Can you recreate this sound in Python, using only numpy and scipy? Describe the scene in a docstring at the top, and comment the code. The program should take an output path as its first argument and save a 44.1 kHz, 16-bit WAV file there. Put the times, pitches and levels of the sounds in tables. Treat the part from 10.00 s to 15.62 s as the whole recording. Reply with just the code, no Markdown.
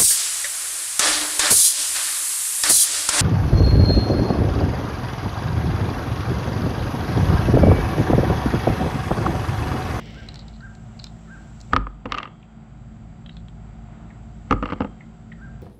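"""Clatter in a pickup truck bed

In a back yard, something hard knocks, drags and clatters twice in a plastic-lined truck bed, making the
liner, floor and steel sides ring. Close by, a sleeve scuffs and small things tick in a hand. A far crow
caws four times and a small bird chips, over a distant engine, soft air, hiss and a thin insect whine.
The camera turns itself down after each clatter, the bass most of all."""
import sys
import numpy as np
from scipy import signal
from scipy.fft import rfft, irfft
from scipy.io import wavfile
from scipy.ndimage import uniform_filter1d, minimum_filter1d

SR = 44100
rng = np.random.default_rng(int(sys.argv[2]) if len(sys.argv) > 2 else 0)


def to_wav(s):
    """Save 16-bit WAV."""
    ch = np.atleast_2d(s).T  # columns
    pcm = np.round(np.clip(ch, -1, 1) * 32767)  # PCM
    wavfile.write(sys.argv[1], SR, pcm.astype(np.int16))


N = 247842
T = np.arange(N) / SR


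def undb(db):
    """Turn decibels into a gain to multiply by."""
    return 10 ** (np.asarray(db) / 20)


def unit(x):
    """Scale to an average (rms) level of 1."""
    return x / np.sqrt(np.mean(x ** 2))


def peak(x):
    """Scale so the highest peak is 1."""
    return x / np.abs(x).max()


def fade(t, t60):
    """Die away smoothly, falling 60 dB in the ring time of t60 seconds."""
    return np.exp(-np.log(1000) * t / t60)


def add(out, s, x):
    """Mix x into out, starting at s seconds."""
    i = max(int(s * SR), 0)
    out[i:i + len(x)] += x[:N - i]


def band(x, lo_hz, hi_hz, order=2):
    """Keep the sound between two frequencies."""
    return signal.sosfilt(signal.butter(order, [lo_hz, hi_hz], "band", fs=SR, output="sos"), x)


def noise(colour):
    """Noise shaped by (frequency [Hz], level [dB]) points, falling off steeply past both ends."""
    hz, db = np.transpose(colour)
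    f = np.arange(N // 2 + 1) * SR / N + 1
    gain = undb(np.interp(np.log(f), np.log(hz), db))
    ends = np.minimum(f / hz[0], 1) ** 4 * np.minimum(hz[-1] / f, 1) ** 4
    return unit(irfft(rfft(rng.standard_normal(N)) * gain * ends, N))


def walk(rate):
    """A smooth random wobble, about 1 in size, that changes rate times a second."""
    k = max(int(SR / rate), 1)
    steps = np.repeat(rng.standard_normal(N // k + 1), k)
    return unit(uniform_filter1d(uniform_filter1d(steps, k), k)[:N])


def phase_of(hz):
    """The running angle of a wave whose pitch changes."""
    return 2 * np.pi * np.cumsum(hz) / SR


def ring(tones, t, wander, scatter_db):
    """The fading tones of a struck thing; where the blow lands shifts their pitch and level a little."""
    chance = rng.standard_normal((len(tones), 2))
    out = 0
    for (hz, db, t60), (detune, louder) in zip(tones, chance):
        wave = np.sin(2 * np.pi * (hz + wander * detune / t60) * t)
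        out += undb(db + scatter_db * louder) * wave * fade(t, t60)
    return out


def burst(t, lo_hz, hi_hz, t60):
    """Tones too crowded to tell apart: a dying band of noise."""
    return peak(band(rng.standard_normal(len(t)) * fade(t, t60), lo_hz, hi_hz, order=3))


def crackle(per_s, lo_hz, hi_hz):
    """Tiny clicks at random moments."""
    clicks = rng.standard_normal(N) * (rng.random(N) < per_s / SR)
    return unit(band(clicks, lo_hz, hi_hz))


def reverb(x, t60, lo_hz, hi_hz, delay):
    """A wash of small echoes that starts after delay seconds."""
    t = T[:SR]
    tail = band(rng.standard_normal(SR) * fade(t, t60) * (t > delay), lo_hz, hi_hz, order=1)
    return signal.fftconvolve(x, tail / np.sqrt(np.sum(tail ** 2)))[:N]


def held(x, hold_s, slew_s):
    """The highest value of the last hold_s seconds, averaged over the last slew_s seconds."""
    hold, slew = (2 * int(s * SR / 2) + 1 for s in (hold_s, slew_s))
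    top = -minimum_filter1d(-x, hold, origin=hold // 2)
    return uniform_filter1d(top, slew, origin=slew // 2)


def air():
    """Soft outdoor air that gently swells and sinks."""
    # colour of the air: (frequency [Hz], relative level [dB])
    colour = [(180, -26), (300, 1.5), (389, -4.5), (516, -10), (730, 0.5), (858, -7), (1150, -10.5),
              (1240, -10), (1340, -8), (1720, -16), (2110, -16), (2430, -20), (4000, -27.5), (5200, -63.5),
              (8800, -120)]
    return noise(colour) * undb(-54 + 1.2 * walk(6.15))


def hiss():
    """A faint, high hiss that slowly swells and dips."""
    # colour of the hiss: (frequency [Hz], relative level [dB])
    colour = [(1500, -5.5), (3000, 0), (5000, -5), (6800, -3), (7700, 7), (8100, -6.5), (8600, -16.5),
              (10000, -19.5), (11500, -24), (14000, -27), (16000, -27.5)]
    # its loudness over time: (time [s], level [dB])
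    levels = [(0, -67.5), (1.72, -61), (1.79, -72), (3.9, -69), (4.45, -67), (5.62, -69)]
    return noise(colour) * undb(np.interp(T, *np.transpose(levels)))


def insect(pitch_hz=4690):
    """A thin insect whine: one high, unsteady tone."""
    whine = np.sin(phase_of(pitch_hz * (1 + 0.011 * walk(500))))
    return unit(whine) * undb(-81.5 + walk(1.5))


def engine():
    """A distant engine: low, slightly wavering tones over a rumble."""
    # tones of the hum: (pitch [Hz], relative level [dB])
    tones = [(53.8, -43), (107.7, -48), (129.2, -49.5), (166.9, -47.5), (220.7, -47.5), (387.6, -68.5),
             (554.5, -69.5), (716.0, -67.5)]
    # colour of the rumble: (frequency [Hz], relative level [dB])
    rumble = [(15, -35), (25, -17), (43, 0.5), (81, -5), (118, -0.5), (173, -3), (188, -9), (226, -4),
              (249, -14.5), (277, -15.5), (450, -43), (580, -58), (990, -120)]
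    # loudness of the engine: (time [s], level [dB])
    levels = [(0, -37.5), (1.5, -40.5), (3.4, -37.5), (5.62, -37)]
    hum = 0
    for hz, db in tones:
        gain = undb(db + 1.1 * walk(5.01))
        phase = phase_of(hz * (1 + 0.00378 * walk(4)))
        hum += gain * np.sin(phase + rng.uniform(0, 2 * np.pi))
    return undb(np.interp(T, *np.transpose(levels))) * unit(unit(hum) + undb(-2) * noise(rumble))


def small_bird():
    """Each chip is one quick, raspy slide down in pitch."""
    # chips: (time [s], level [dB], start pitch [Hz], end pitch [Hz], length [s])
    chips = [(2.427, -48.5, 3370, 1870, .01), (4.102, -46.5, 2256, 1610, 0.017),
             (5.007, -38, 2290, 1860, 0.009), (5.318, -36.5, 2250, 1660, 0.012)]
    out = np.zeros(N)
    for s, db, start_hz, end_hz, length in chips:
        progress = np.arange(int(length * SR)) / (length * SR)
        hz = end_hz + (start_hz - end_hz) * (1 - progress) ** 2
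        rasp = 1 + 0.081 * walk(2500)[:len(progress)]
        swell = np.sin(np.pi * np.sqrt(progress))
        add(out, s, undb(db) * swell * np.sin(phase_of(hz * rasp)))
    return out + undb(-15) * reverb(out, t60=0.27, lo_hz=1190, hi_hz=4000, delay=.004)


def crow(slack_hz=447, crest_hz=529.4, throat_hz=1520, throat_width_hz=520):
    """A caw starts hoarse, then rises and falls with the crow's effort; the trees echo it."""
    # caws: (time [s], level [dB], length [s])
    caws = [(0.134, -44.5, 0.11), (0.602, -40, 0.085), (1.269, -42, .116), (5.383, -43.5, 0.11)]
    out = np.zeros(N)
    for s, db, length in caws:
        progress = np.arange(int(length * SR)) / (length * SR)
        effort = np.exp(-((progress - .53) / .25) ** 4)  # strongest near the middle
        hz = slack_hz + (crest_hz - slack_hz) * effort
        rough = 0.033 + (1 - effort) * (1 - .85 * progress)
        phase = phase_of(hz * (1 + 0.028 * rough * walk(700)[:len(progress)]))
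        call = 0
        for multiple in (2.5, 3, 3.5, 4):  # the throat favours three times the pitch
            throat = 1 / (1 + (2 * (multiple * hz - throat_hz) / throat_width_hz) ** 6)
            share = 0.48 * rough if multiple % 1 else 1  # uneven vibration adds the in-between tones
            call += throat * share * np.sin(multiple * phase)
        add(out, s, call * undb(db - 9 * (1 - effort)) * signal.windows.tukey(len(call), .12))
    echo = np.interp(T - .078, T, out, left=0)
    trees = reverb(out, t60=0.61, lo_hz=695, hi_hz=2500, delay=0.018)
    return out + undb(-20) * echo + undb(-16) * trees


def scuff(hold_s=0.19, fall_db_per_s=44.5):
    """A sleeve brushes past at the start with a light crackle and dies away."""
    # colour of the rubbing cloth: (frequency [Hz], relative level [dB])
    colour = [(250, 8), (450, 6), (750, 0), (1100, -19), (1600, -7), (2150, 2), (2500, -7.5), (2900, 1.5),
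              (4000, -9), (5700, -12), (7000, -34), (9000, -36.5), (11000, -45), (15000, -33)]
    snaps = crackle(per_s=81, lo_hz=3500, hi_hz=6300)
    cloth = noise(colour) + undb(-16) * snaps
    fall_db = fall_db_per_s * np.maximum(T - hold_s, 0)
    return cloth * undb(-47 - fall_db + 0.64 * walk(110))


def ticks(ring_width=.11):
    """Small hard things tap together in a hand and crackle finely as they rub."""
    # taps: (time [s], level [dB], ring pitch [Hz], sharp edge compared with the ring [dB])
    taps = [(0.287, -27.5, 4240, -9), (0.3422, -36, 4240, 1), (0.357, -33, 4100, -5),
            (0.392, -36.5, 4280, -4), (0.4806, -38.5, 4240, -6), (0.606, -44.5, 4260, -25),
            (0.751, -47, 4100, 2), (0.9916, -35.5, 4280, -10), (0.9968, -31.5, 4280, -17),
            (1.0418, -30, 3990, 5.5), (1.067, -35.5, 3920, -14), (1.6032, -44, 4220, 3),
            (1.6127, -44.5, 4180, 8.5), (3.2613, -36.5, 3530, -29), (3.2931, -37, 3530, -20),
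            (3.3676, -38.5, 3800, -14), (3.4833, -42.5, 3550, -15), (5.3225, -47, 3400, -20)]
    # rubs between taps: (time [s], length [s], level [dB])
    rubs = [(0.343, .10, -53), (.525, 0.053, -58), (0.97, .11, -56.5), (3.29, .09, -67)]
    out, t = np.zeros(N), T[:SR // 8]
    for s, db, hz, edge_db in taps:
        tone = burst(t, hz * (1 - ring_width), hz * (1 + ring_width), t60=0.017)
        body = burst(t, lo_hz=900, hi_hz=3030, t60=0.02)
        edge = burst(t, lo_hz=4800, hi_hz=7480, t60=0.008)
        edge += undb(-24) * burst(t, lo_hz=8000, hi_hz=15500, t60=.004)
        body_db = -9.5 - 29 * np.log2(hz / 4330)  # a lower tick has more dull body
        add(out, s, undb(db) * (tone + undb(body_db) * body + undb(edge_db) * edge))
    slips = crackle(per_s=600, lo_hz=3750, hi_hz=4500)
    for s, length, db in rubs:
        out += undb(db) * slips * np.sin(np.pi * np.clip((T - s) / length, 0, 1))
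    return out + undb(-19) * reverb(out, t60=0.15, lo_hz=2370, hi_hz=5000, delay=0.0074)


def rough_swells(rise_db_per_s=705, fall_db_per_s=200.5):
    """A brief swell of noise leads into the first knock; later, the load drags between blows."""
    # swells: (time at full level [s], time held there [s], level [dB])
    swells = [(1.732, 0.0028, -44), (2.117, .085, -39), (4.505, .01, -43), (4.657, 0.062, -43),
              (4.805, .005, -47.5)]
    # colour of the noise: (frequency [Hz], relative level [dB])
    colour = [(400, 4), (900, 3), (1220, 4), (1700, -6.5), (2100, 2.5), (2400, -9), (3100, -8),
              (3600, -25.5), (4350, -16), (5000, -25.5), (7500, -40.5)]
    loudness = 0
    for s, hold, db in swells:
        before, after = np.maximum(s - T, 0), np.maximum(T - s - hold, 0)
        loudness += undb(db - rise_db_per_s * before - fall_db_per_s * after)
    return noise(colour) * loudness * undb(5.4 * walk(260))


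def truck_bed(usual_force_db=-21, floor_db=-16.5, steel_db=-58):
    """Each blow rings the same bed: weight brings out the boom, hardness the crack and the steel."""
    # blows: (time [s], force [dB], weight [0-1], hardness [0-1], shake of the floor [0-1])
    knocks = [(1.7335, -2, 0.18, 0.51, 0.12), (1.7635, -3, 0.07, 0.75, 1), (1.8687, -20, 0.19, 0, 0.12),
              (2.056, -26, 0.93, 0.64, 0.4), (2.121, -11.5, .15, 0.95, .15), (2.143, -19, 0, 0.78, 0),
              (2.147, -16, 0.04, 0.76, 0.06), (2.1758, -21, .04, .7, 0), (2.1836, -15.5, 0, 0.94, 0.02),
              (2.2015, -20.5, 0, .45, 0), (2.2299, -25.5, 0.23, 0.95, 0), (2.2549, -26, 0.17, 0.47, 0),
              (2.274, -34, 0.4, 0.5, 0.06), (4.5095, -9, 0.63, 0.67, 0), (4.5244, -8.5, 0.56, 0.46, 0.94),
              (4.626, -19, .85, 0.46, 0.1), (4.6341, -18, .15, 0.2, 0), (4.6563, -19.5, 0.4, 0.67, 0.1),
              (4.689, -24, 0.3, .25, 0), (4.7002, -25.5, .45, 0.43, 0), (4.7221, -16, 0.68, 0.45, 0.13),
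              (4.7324, -22.5, 0.57, .48, 0.37), (4.8056, -18.5, .97, 0.53, 0.24),
              (4.8193, -19.5, 0.64, .45, 0.1), (4.846, -27.5, 0.97, 0.44, 0.2)]
    # tones of the plastic liner: (pitch [Hz], relative level [dB], ring time [s])
    liner_tones = [(90.5, 4, 0.13), (168.8, -16, 0.48), (202.5, 3.5, 0.073), (264.2, 8, 0.07),
                   (364.5, -14, 0.068), (486.4, 2, 0.046), (710, -10.5, 0.019), (851, 1, 0.031),
                   (1150, -24, 0.019), (1226, 19, 0.022), (1216, -28, .33), (1278, -21, 0.018),
                   (1510, -16.5, .012), (2000, -8, .02), (2680, -5.5, .01), (2720, 13, 0.013),
                   (3090, -23.5, .02), (3850, 22, 0.0083), (4330, 14.5, 0.015), (6000, -19, .005),
                   (7130, -26, .2)]
    # tones of the floor: (pitch [Hz], relative level [dB], ring time [s])
    floor_tones = [(48.8, 3, 0.72), (63, -8.5, 0.15), (104, -6.5, 0.25)]
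    # tones of the steel sides: (pitch [Hz], relative level [dB], ring time [s])
    steel_tones = [(2020, -4, 1.5), (2790, -11, 1.33), (3140, 0, 1.0), (3195, -4, 1.3), (3400, 0.5, 1.1),
                   (4690, -18.5, 1.3), (7200, -12.5, .5)]
    # five parts of a knock, in the order clack, boom, hollow, crack, snap: (low edge [Hz],
    # high edge [Hz], level offset [dB], noise level [dB], noise ring time [s], build-up time [s])
    parts = [(970, 1740, 0.5, -9.5, 0.016, 0.0023), (65.6, 342, 14, -11.5, 0.2, 0.0045),
             (318, 1200, -0.5, -9.5, 0.062, 0.006), (1820, 3180, 5, -4.5, 0.026, 0.005),
             (3680, 6200, 5.5, -6.5, 0.0081, 0.00072)]
    # how those parts answer a blow: (share of a light soft blow [dB], added by full weight [dB],
    # added by full hardness [dB], growth with force [dB per dB])
    responses = [(0, 1, -1, 1), (-27.5, 26, -1.5, 1), (-17.5, 25.5, 1, 0.8656), (-25, 0.5, 22.5, 0.5),
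                 (-47.5, 4, 36, 1.05)]
    out, jolts, t = np.zeros(N), np.zeros(N), T[:SR]
    for s, force_db, weight, hardness, shake in knocks:
        for part, (base_db, heavy_db, hard_db, growth) in zip(parts, responses):
            lo_hz, hi_hz, offset_db, noise_db, t60, build_s = part
            level_db = usual_force_db + growth * (force_db - usual_force_db)
            share_db = base_db + heavy_db * weight + hard_db * hardness + offset_db
            tones = [tone for tone in liner_tones if lo_hz <= tone[0] < hi_hz]
            blow = peak(ring(tones, t, wander=0.4, scatter_db=0.5))
            blow += undb(noise_db) * burst(t, lo_hz, hi_hz, t60)
            build_up = 1 - fade(t, build_s)
            add(out, s, undb(level_db + share_db) * peak(blow * build_up))
        thud = ring(floor_tones, t, wander=.1, scatter_db=4.5) * (1 - fade(t, 0.044))
        add(out, s, shake * undb(floor_db) * peak(thud))
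        add(jolts, s, [hardness * undb(steel_db)])
    steel = peak(ring(steel_tones, T, wander=.3, scatter_db=0.5))
    out += signal.fftconvolve(jolts, steel)[:N]  # each jolt sets the sides ringing
    return out + undb(-25.5) * reverb(out, t60=0.37, lo_hz=150, hi_hz=1470, delay=0.0043)


def gain_control(x, loud_db=-29.5, cut_db=-1.5, extra_bass_cut_db=-8, bass_hz=125):
    """Loud sound turns the volume down for a while, and the bass further still."""
    power = uniform_filter1d(x ** 2, size=SR // 100)
    too_loud = (power > undb(loud_db) ** 2).astype(float)
    dip = held(too_loud, hold_s=0.31, slew_s=0.28)
    bass = signal.sosfiltfilt(signal.butter(2, bass_hz, fs=SR, output="sos"), x)
    return (x - bass + bass * undb(extra_bass_cut_db * dip)) * undb(cut_db * dip)


def limiter(x, ceiling_db=0.5, react_s=0.0024):
    """Look a moment ahead and hold the peaks under a ceiling."""
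    excess = held(np.maximum(np.abs(x) / undb(ceiling_db), 1), react_s, react_s)
    return x / np.interp(T + react_s, T, excess)


def scene():
    """The whole yard as it reaches one microphone."""
    events = truck_bed() + rough_swells() + ticks() + small_bird() + crow() + scuff()
    return (events + engine() + air() + insect() + hiss())[None]


def record(dry, lowest_hz=36, highest_hz=15700):
    """The camera cuts the deepest bass, turns loud moments down and cuts the highest treble."""
    bass_cut = signal.butter(3, lowest_hz, "high", fs=SR, output="sos")
    treble_cut = signal.ellip(8, .2, 70, highest_hz, fs=SR, output="sos")
    levelled = limiter(gain_control(signal.sosfilt(bass_cut, dry[0])))
    return signal.sosfilt(treble_cut, levelled)[None]


dry = scene()
out = record(dry)
to_wav(out)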